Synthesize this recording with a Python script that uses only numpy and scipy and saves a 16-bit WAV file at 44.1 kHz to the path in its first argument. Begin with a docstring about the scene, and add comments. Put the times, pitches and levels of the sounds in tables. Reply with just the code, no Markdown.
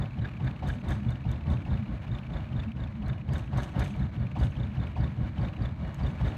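"""A slow boat diesel throbs four to five times a second, heard from aboard its long wooden hull.
Each throb opens with an exhaust chuff, then a run of blows makes the planks boom, the engine
clatter, its covers clank and a rubbing joint squeak. Hard throbs shake loose metal fittings into
a rattle; between the throbs the hull drones on under a wash of machine hiss and water."""
import sys
import numpy as np
from scipy import signal
from scipy.fft import rfft, irfft
from scipy.io import wavfile

SR = 44100
rng = np.random.default_rng(int(sys.argv[2]) if len(sys.argv) > 2 else 0)


def put_to_file(sound):
    """Save the sound as 16-bit audio at rate SR, in the file named by the first command-line argument."""
    columns = np.atleast_2d(sound).T  # one column per channel
    safe = np.clip(columns, -1, 1)
    whole_steps = np.round(safe * 32767)
    wavfile.write(sys.argv[1], SR, whole_steps.astype(np.int16))


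N = 280917
TIME = np.arange(N) / SR


def amp(db):
    """Decibels to gain."""
    return 10 ** (np.asarray(db) / 20)


def unit(x):
    """Scales to rms 1."""
    return x / np.sqrt(np.mean(x ** 2) + 1e-20)


def add(mix, s, sound):
    """Lays a sound into the mix from time s on."""
    start = round(s * SR)
    sound = sound[max(-start, 0):]
    part = mix[max(start, 0):][:len(sound)]
    part += sound[:len(part)]


def colour(x, spectrum, peaks=()):
    """Shapes x with a smooth EQ curve and resonant peaks on top; rms 1."""
    hz = np.fft.rfftfreq(N, 1 / SR)
    f, level = np.transpose(spectrum)
    db = np.interp(np.log(hz + 1), np.log(f + 1), level)
    for centre, width, height in peaks:
        db = db + height / (1 + (2 * (hz - centre) / width) ** 2)
    return unit(irfft(rfft(x) * amp(db), N))


def noise():
    """White noise."""
    return rng.standard_normal(N)


def wander(hz):
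    """Random drift up to about the given rate; rms 1."""
    rolloff = 1 + (np.fft.rfftfreq(N, 1 / SR) / hz) ** 4
    return unit(irfft(rfft(noise()) / rolloff, N))


def grains(per_s, spread_db):
    """Dense tiny impacts of uneven size; rms 1."""
    hits = noise() * (rng.random(N) < per_s / SR)
    return unit(hits * amp(spread_db * np.minimum(rng.exponential(1, N), 4)))


def bursts(times, levels_db, rise, fall):
    """Envelope of hits with a fast attack and a dying tail; their powers add."""
    power, t = np.zeros(N), np.arange(SR // 2) / SR
    for s, db, decay in zip(times, levels_db, np.broadcast_to(fall, len(times))):
        add(power, s, (amp(db) * np.exp(-t / decay) * (1 - np.exp(-t / rise))) ** 2)
    return np.sqrt(power)


def swell(s, db, half_width):
    """Power of a smooth swell centred on time s."""
    return amp(db) ** 2 * np.exp(-np.minimum(((TIME - s) / half_width) ** 2, 100))


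# The engine's groove. Each row: the throb's beat in seconds, then relative levels in dB for opening
# blows, closing blows, clatter, chuff, clank, squeak and scrape, then the lead squeak's pitch in Hz.
THROBS = [(0.025, -31, -29.5, -46, -60, -54, -48.5, -55.5, 3360),
          (.255, -26, -35.5, -52, -44, -43, -53.5, -52.5, 3900),
          (.478, -28, -32.5, -48, -43.5, -42, -54.5, -53.5, 3680),
          (.704, -33, -28, -44.5, -38, -41, -52.5, -55, 3620),
          (.92, -33.5, -25.5, -42, -48, -42.5, -51, -56, 3500),
          (1.124, -26.5, -35, -49.5, -53, -58, -52, -55.5, 3510),
          (1.327, -25.5, -37, -47, -43.5, -65, -52, -55, 3620),
          (1.538, -26.5, -26, -45, -46, -55, -52.5, -54, 3650),
          (1.742, -31, -25.5, -46.5, -43.5, -54, -52, -56, 3670),
          (1.947, -38, -31, -50, -48, -69, -66, -56, 3430),
          (2.152, -30.5, -34.5, -48, -50, -54, -51.5, -52.5, 3630),
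          (2.372, -38, -26.5, -47, -51, -49.5, -51, -57, 3560),
          (2.602, -31.5, -30, -48.5, -52, -47.5, -50.5, -53, 3680),
          (2.84, -36, -30, -49, -46, -53, -51, -57, 3700),
          (3.099, -35, -28, -48.5, -48, -46, -52, -54, 4170),
          (3.361, -30, -28, -44.6, -44, -44.5, -50, -54.5, 4650),
          (3.606, -23, -38, -41, -43, -46, -58, -57, 3560),
          (3.827, -27, -28, -40.5, -43.5, -42, -50, -53, 3590),
          (4.032, -32, -26, -48.5, -53, -53, -56.5, -63, 4080),
          (4.236, -29, -32, -50.5, -49, -58, -61, -54.5, 4460),
          (4.436, -30, -22, -43.5, -39, -52, -49.5, -54, 4620),
          (4.636, -30, -32.5, -50, -45, -55, -53, -55.5, 3600),
          (4.838, -25, -35.5, -47.5, -45, -49, -53.5, -52.5, 3630),
          (5.044, -28, -29, -46, -38, -47, -50, -62.5, 4630),
          (5.247, -31, -30.5, -48.5, -51, -62, -65, -61, 4370),
          (5.451, -25, -29, -44, -43, -53.5, -50.5, -51.5, 4750),
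          (5.658, -28.5, -31.5, -46.5, -51.5, -54.5, -48.5, -68, 4660),
          (5.87, -33, -33, -48, -47, -68, -69, -71, 4630), (6.07, -25, -29, -45, -39, -57, -47, -57, 4630),
          (6.284, -23, -33.5, -43, -42.5, -48, -51, -53, 3650)]
def engine_cycle():
    """Place in the engine's cycle, -0.5 to 0.5, zero on each beat."""
    beats = np.transpose(THROBS)[0]
    beats = np.r_[2 * beats[0] - beats[1], beats, 2 * beats[-1] - beats[-2]]
    turns = np.interp(TIME, beats, np.arange(len(beats)))
    return (turns + .5) % 1 - .5


# Tone of a gas puff. Each row: frequency in Hz, gain in dB.
CHUFF_EQ = [(200, -17), (450, -3.5), (800, 5), (1100, -4.5), (1500, -13), (3000, -10), (5000, -20.5),
            (15000, -53.5)]
# Ring of the exhaust pipe. Each row: centre in Hz, width in Hz, boost in dB.
PIPE_RING = [(570, 64, 9), (739, 61, 11.5), (900, 140, 10), (1133, 140, 8.5)]
def exhaust():
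    """Puffs of gas bark through the pipe ahead of the beat; the harder the throb, the longer the puff."""
    beats, _, _, clatter_db, chuff_db = np.transpose(THROBS)[:5]
    lead_s = 0.083
    decay_s = 0.02 * amp(0.8 * (clatter_db - clatter_db.mean()))
    puffs = bursts(beats - lead_s, chuff_db, rise=0.0088, fall=decay_s)
    return puffs * colour(noise(), CHUFF_EQ, PIPE_RING) * amp(3.5)


# The blows in every throb. Each row: place in cycles, trim in dB, hull pitch in Hz, attack in seconds.
BLOWS = [(-.345, -1, 75.9, .012), (-.32, -3, 145, .008), (-.24, 1.5, 116, 0.015), (-.2, -4, 62.5, 0.019),
         (-.11, 3.5, 65.6, 0.012), (.01, -0.5, 130, 0.0093), (0.113, -4, 100.7, 0.021)]
def hull_booms():
    """Each blow swells and dies in a few swings of the hull."""
    beats, opening_db, closing_db = np.transpose(THROBS)[:3]
    out, t = np.zeros(N), np.arange(SR // 6) / SR
    for beat, period, opening, closing in zip(beats, np.gradient(beats), opening_db, closing_db):
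        for place, trim_db, hz, attack in BLOWS:
            late, size, detune = rng.standard_normal(3)
            force_db = opening if place < -1 / 6 else closing
            gain = amp(force_db + trim_db + 0.19 * size)
            envelope = (t / attack) ** 2 * np.exp(2 - 2 * t / attack)
            swing = np.sin(2 * np.pi * hz * (1 + 0.02 * detune) * t)
            add(out, beat + place * period + 0.00098 * late, gain * envelope * swing)
    # the planks radiate little of the slowest motion
    return signal.sosfilt(signal.butter(2, 38, "highpass", fs=SR, output="sos"), out)


# The engine's shake over one cycle. Each row: place in cycles, rumble and clatter, both in relative dB.
SHAKE = [(-.44, -5.5, -12.5), (-.35, -2, -3.5), (-.2, 4, 0), (-.1, 1, 5), (0, -0.5, 3.5), (.08, 0.5, 1),
         (.2, -4, -2), (.35, -5.5, -6.5)]
# Tone of the shuddering planks. Each row: frequency in Hz, gain in dB.
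RUMBLE_EQ = [(10, -42.5), (25, -17), (40, -14.5), (58, 1), (80, 1.5), (100, -3.5), (135, -1), (170, -3.5),
             (220, -8), (260, -14), (315, -15), (380, -25.5), (480, -25), (2000, -91)]
# Hollow of the hull. Each row: centre in Hz, width in Hz, boost in dB.
HULL_RING = [(78.5, 6.9, 5.5), (127.3, 25, 7), (201.4, 41, 2.5), (266.5, 90, 3)]
def hull_rumble(place):
    """The planks keep shuddering after the blows."""
    beats, opening_db, closing_db = np.transpose(THROBS)[:3]
    force_db = (opening_db + closing_db) / 2
    effort_db = np.interp(TIME, beats, force_db - force_db.mean())
    places, shake_db, _ = np.transpose(SHAKE)
    swing_db = 0.72 * effort_db + np.interp(place, places, shake_db, period=1)
    shudder = colour(noise(), RUMBLE_EQ, HULL_RING)
    # the water damps the slowest motion soonest, so the low end pumps a little harder
    deep = signal.sosfiltfilt(signal.butter(4, 92, fs=SR, output="sos"), shudder)
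    return (shudder - deep) * amp(-32.5 + swing_db) + deep * amp(-31.5 + 1.1 * swing_db)


# Swells of a droning plank. Each row: peak in seconds, relative level in dB, half-width in seconds.
DRONE_SWELLS = [(0.774, -34.5, 0.015), (1.017, -32.5, 0.038), (1.835, -34, 0.033), (2.687, -33.5, 0.022),
                (2.999, -32.5, 0.038), (3.92, -35.5, 0.042), (4.718, -33, 0.034)]
def plank_drone():
    """One plank hums on a wavering note and swells between some throbs."""
    hz, rest_db = 211 + 16 * wander(21.5), -47
    power = amp(rest_db) ** 2 + sum(swell(*row) for row in DRONE_SWELLS)
    flutter = amp(2.2 * wander(31) - 1.65)
    return np.sin(2 * np.pi * np.cumsum(hz) / SR) * np.sqrt(power) * flutter


def shaking(place):
    """How hard the engine shakes its metal, in dB, from the throb's force and the place in the cycle."""
    beats, _, _, clatter_db = np.transpose(THROBS)[:4]
    places, _, shake_db = np.transpose(SHAKE)
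    effort_db = np.interp(TIME, beats, clatter_db - clatter_db.mean())
    return 1.19 * effort_db + np.interp(place, places, shake_db, period=1)


# Early reflections off the planks. Each row: delay in seconds, level in dB against the direct sound.
PLANK_ECHOES = [(.0027, -21.5), (.0041, -21.5), (.0054, -10), (.0073, -18), (.0092, -11)]
def reflect(x):
    """Near planks return a sound within milliseconds and make it hollow; the power is kept."""
    out = x.copy()
    for delay, db in PLANK_ECHOES:
        add(out, delay, amp(db) * x)
    return out * x.std() / out.std()


# Tone of the engine's clatter. Each row: frequency in Hz, gain in dB.
CLATTER_EQ = [(100, -32.5), (280, 6.5), (400, -1), (480, -2.5), (600, -1.5), (900, -3), (1300, -6),
              (1900, -9), (2600, -22.5), (3800, -17.5), (5200, -33.5), (7000, -39.5), (10000, -45),
              (15000, -48.5)]
# Ring of the engine block and its covers. 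Each row: centre in Hz, width in Hz, boost in dB.
BLOCK_RING = [(610.3, 80, 10.5), (722, 49, 1.5), (865, 107, 2.5), (1210, 240, 0.5), (1630, 20, 2),
              (1716, 20, 6), (2282, 130, 6), (2900, 23, 12)]
def engine_clatter(place):
    """Tiny impacts ring the block while it shakes."""
    level_db = -49 + shaking(place) + 1.1 * wander(50)
    impacts = reflect(grains(per_s=6000, spread_db=1.7))
    return colour(impacts, CLATTER_EQ, BLOCK_RING) * amp(level_db)


# Tone of the machine and water bed. Each row: frequency in Hz, gain in dB.
WASH_EQ = [(100, -27), (300, 6.5), (450, -4), (650, 3), (1000, 6), (1400, 3.5), (2300, 0), (3000, -6),
           (4100, -9), (5100, -21), (6500, -20.5), (9000, -31), (11000, -32), (15000, -34)]
# Fader ride on that bed. Each row: time in seconds, relative level in dB.
WASH_RIDE = [(0, -53.5), (2.2, -53), (3.3, -57), (3.8, -52.5), (5.6, -52.5), (6.37, -50.5)]
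def wash():
    """Steady hiss of the running machine and of water along the hull."""
    ride_db = np.interp(TIME, *np.transpose(WASH_RIDE))
    hiss = colour(grains(per_s=7000, spread_db=1.4), WASH_EQ, BLOCK_RING)
    return hiss * amp(ride_db - 1.87 + 2.03 * wander(24))


# Light scrapes as the engine rocks. Each row: offset from the beat in seconds, trim in dB,
# pitch in Hz, timing scatter in seconds.
SCRAPES = [(-.068, -2, 2820, .003), (.035, 0.5, 2590, .001), (.084, -1.5, 2520, .002),
           (.116, -1, 2498, 0.0033)]
def joint_slips():
    """Each lurch rubs the joint into three squeaks and a few scrapes; yields seconds, dB and Hz."""
    squeak_hz, gap_s = 3586, .034
    for beat, *_, squeak_db, scrape_db, lead_hz in THROBS:
        lead_db = squeak_db - 2.5 - .0058 * (lead_hz - squeak_hz)  # weaker when it jumps higher
        yield beat - gap_s, lead_db, lead_hz
        yield beat, squeak_db, squeak_hz
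        yield beat + gap_s, squeak_db - 12.5, squeak_hz  # the rebound
        for offset, trim_db, hz, scatter in SCRAPES:
            yield beat + offset + scatter * rng.standard_normal(), scrape_db + trim_db, hz


# Tone of the grit under every slip. Each row: frequency in Hz, gain in dB.
GRIT_EQ = [(800, -19.5), (2000, 0.5), (2900, 3), (4200, -9), (5500, -17), (9000, -26.5), (15000, -29)]
def joint_squeaks():
    """The joint slips for a few milliseconds: a rough, gritty chirp that sags in pitch."""
    out, t = np.zeros(N), np.arange(-SR // 80, SR // 80) / SR
    envelope = np.exp(-.5 * (t / 0.003) ** 2)
    jitter = wander(490)
    grit = colour(grains(per_s=5000, spread_db=1.1), GRIT_EQ)
    for s, db, hz in joint_slips():
        size, detune = rng.standard_normal(2)
        now = (round(s * SR) + np.arange(len(t))) % N
        # light, low slips scrape and fall; hard, high ones sing
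        light = np.interp(hz, [2850, 3400], [1, 0])
        roughness = light * .075 + (1 - light) * 0.023
        sag_per_s = light * 16.16 + (1 - light) * 4
        pitch = hz * (1 + 0.0097 * detune - sag_per_s * t + roughness * jitter[now])
        phase = 2 * np.pi * np.cumsum(pitch) / SR
        second_mode = amp(-22.5 - 6.8 * light) * np.sin(1.93 * phase)
        chirp = np.sin(phase) + second_mode + amp(-13 + 5 * light) * grit[now]
        add(out, s + t[0], amp(db + 4.5 + 1.1 * size) * envelope * chirp)
    return out


# The covers' double hit. Each row: offset from the beat in seconds, trim in dB, half-width in seconds.
CLANK_HITS = [(-.026, -10.5, 0.0078), (-.003, -0.5, 0.0065)]
# Tone of the covers. Each row: frequency in Hz, gain in dB.
CLANK_EQ = [(300, -28), (700, -1.5), (1100, -7), (1650, 7.5), (2100, -3.5), (2800, -15), (4500, -17),
            (6000, -50), (15000, -63)]
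def cover_clanks():
    """The covers chatter twice a throb as the engine lurches on its bed."""
    power = sum(swell(beat + offset, clank_db + trim_db, half_width)
                for beat, _, _, _, _, clank_db, *_ in THROBS
                for offset, trim_db, half_width in CLANK_HITS)
    chatter = colour(grains(per_s=5000, spread_db=1.1), CLANK_EQ, BLOCK_RING)
    return np.sqrt(power) * chatter * amp(2.5)


# Knocks of loose metal. Each row: start in seconds, click level in relative dB, click decay in seconds,
# jingle level in relative dB.
KNOCKS = [(.445, -65, .0055, -69), (.6739, -56, 0.0031, -56), (0.6866, -50, .0034, -64),
          (0.8855, -55.5, 0.0064, -57), (.905, -52, .0035, -68), (0.919, -65, .005, -58),
          (1.1042, -54, 0.0032, -76), (1.315, -48.5, 0.0023, -79), (1.5, -63, .0049, -62.5),
          (3.0814, -55, 0.003, -80), (3.333, -54, 0.0062, -56), (3.3798, -58, 0.0065, -63),
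          (3.5734, -54.5, 0.011, -56), (3.6204, -58, .0062, -54.5), (3.793, -48.5, 0.0071, -56),
          (3.839, -58, .007, -51.5), (4.386, -67, 0.0073, -58), (4.4325, -57, .003, -59.5),
          (5.41, -72, 0.003, -70), (5.9443, -45, 0.0012, -70), (6.065, -59, 0.0018, -64),
          (6.21, -66, .005, -68), (6.269, -67, 0.0039, -62)]
# Tones of the click and of its jingling tail. Each row: frequency in Hz, gain in dB.
CLICK_EQ = [(1000, -9), (3000, 5), (5000, 0), (6500, 3.5), (10000, -9.5), (12500, -4), (15000, -12)]
JINGLE_EQ = [(1000, -18), (3000, 12.5), (5000, -4), (6500, 0.5), (9000, -11.5), (10500, -10),
             (12500, -15.5), (15000, -22)]
# Bright ring of the fittings. Each row: centre in Hz, width in Hz, boost in dB.
METAL_RING = [(5030, 87, -2.5), (6300, 67, 10), (6630, 80, 0), (7790, 80, 7), (8300, 140, 11.5),
              (8350, 55, 0), (8890, 41, 13), (9270, 35, 16), (9140, 49, 4.5), (10700, 45, 3.5),
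              (11000, 60, 5), (11350, 100, 11), (12400, 120, 0)]
def loose_fittings(place):
    """Loose metal clicks, then jingles down; the shaking keeps it sizzling lightly."""
    starts, click_db, click_decay, jingle_db = np.transpose(KNOCKS)
    snaps = bursts(starts, click_db, rise=0.00045, fall=click_decay)
    clicks = snaps * colour(noise(), CLICK_EQ, METAL_RING) * amp(3.5)
    tails = bursts(starts, jingle_db, rise=.003, fall=0.058)
    sizzle = amp(-84 + shaking(place))
    jingle = colour(reflect(grains(per_s=3000, spread_db=2.4)), JINGLE_EQ, METAL_RING)
    flicker = amp(-0.5 + 1.9 * wander(45))
    return clicks + (tails + sizzle) * jingle * flicker


def scene():
    """Engine, hull and water in one open-air mono mix."""
    place = engine_cycle()
    body = exhaust() + hull_booms() + hull_rumble(place) + plank_drone() + engine_clatter(place)
    return (body + wash() + joint_squeaks() + cover_clanks() + loose_fittings(place))[None]


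def record(dry):
    """A steep high cut takes off the very top."""
    cutoff_hz = 15300
    high_cut = signal.firwin(511, cutoff_hz, window=("kaiser", 9), fs=SR)
    return signal.oaconvolve(dry, high_cut[None], "same")


dry = scene()
out = record(dry)
put_to_file(out)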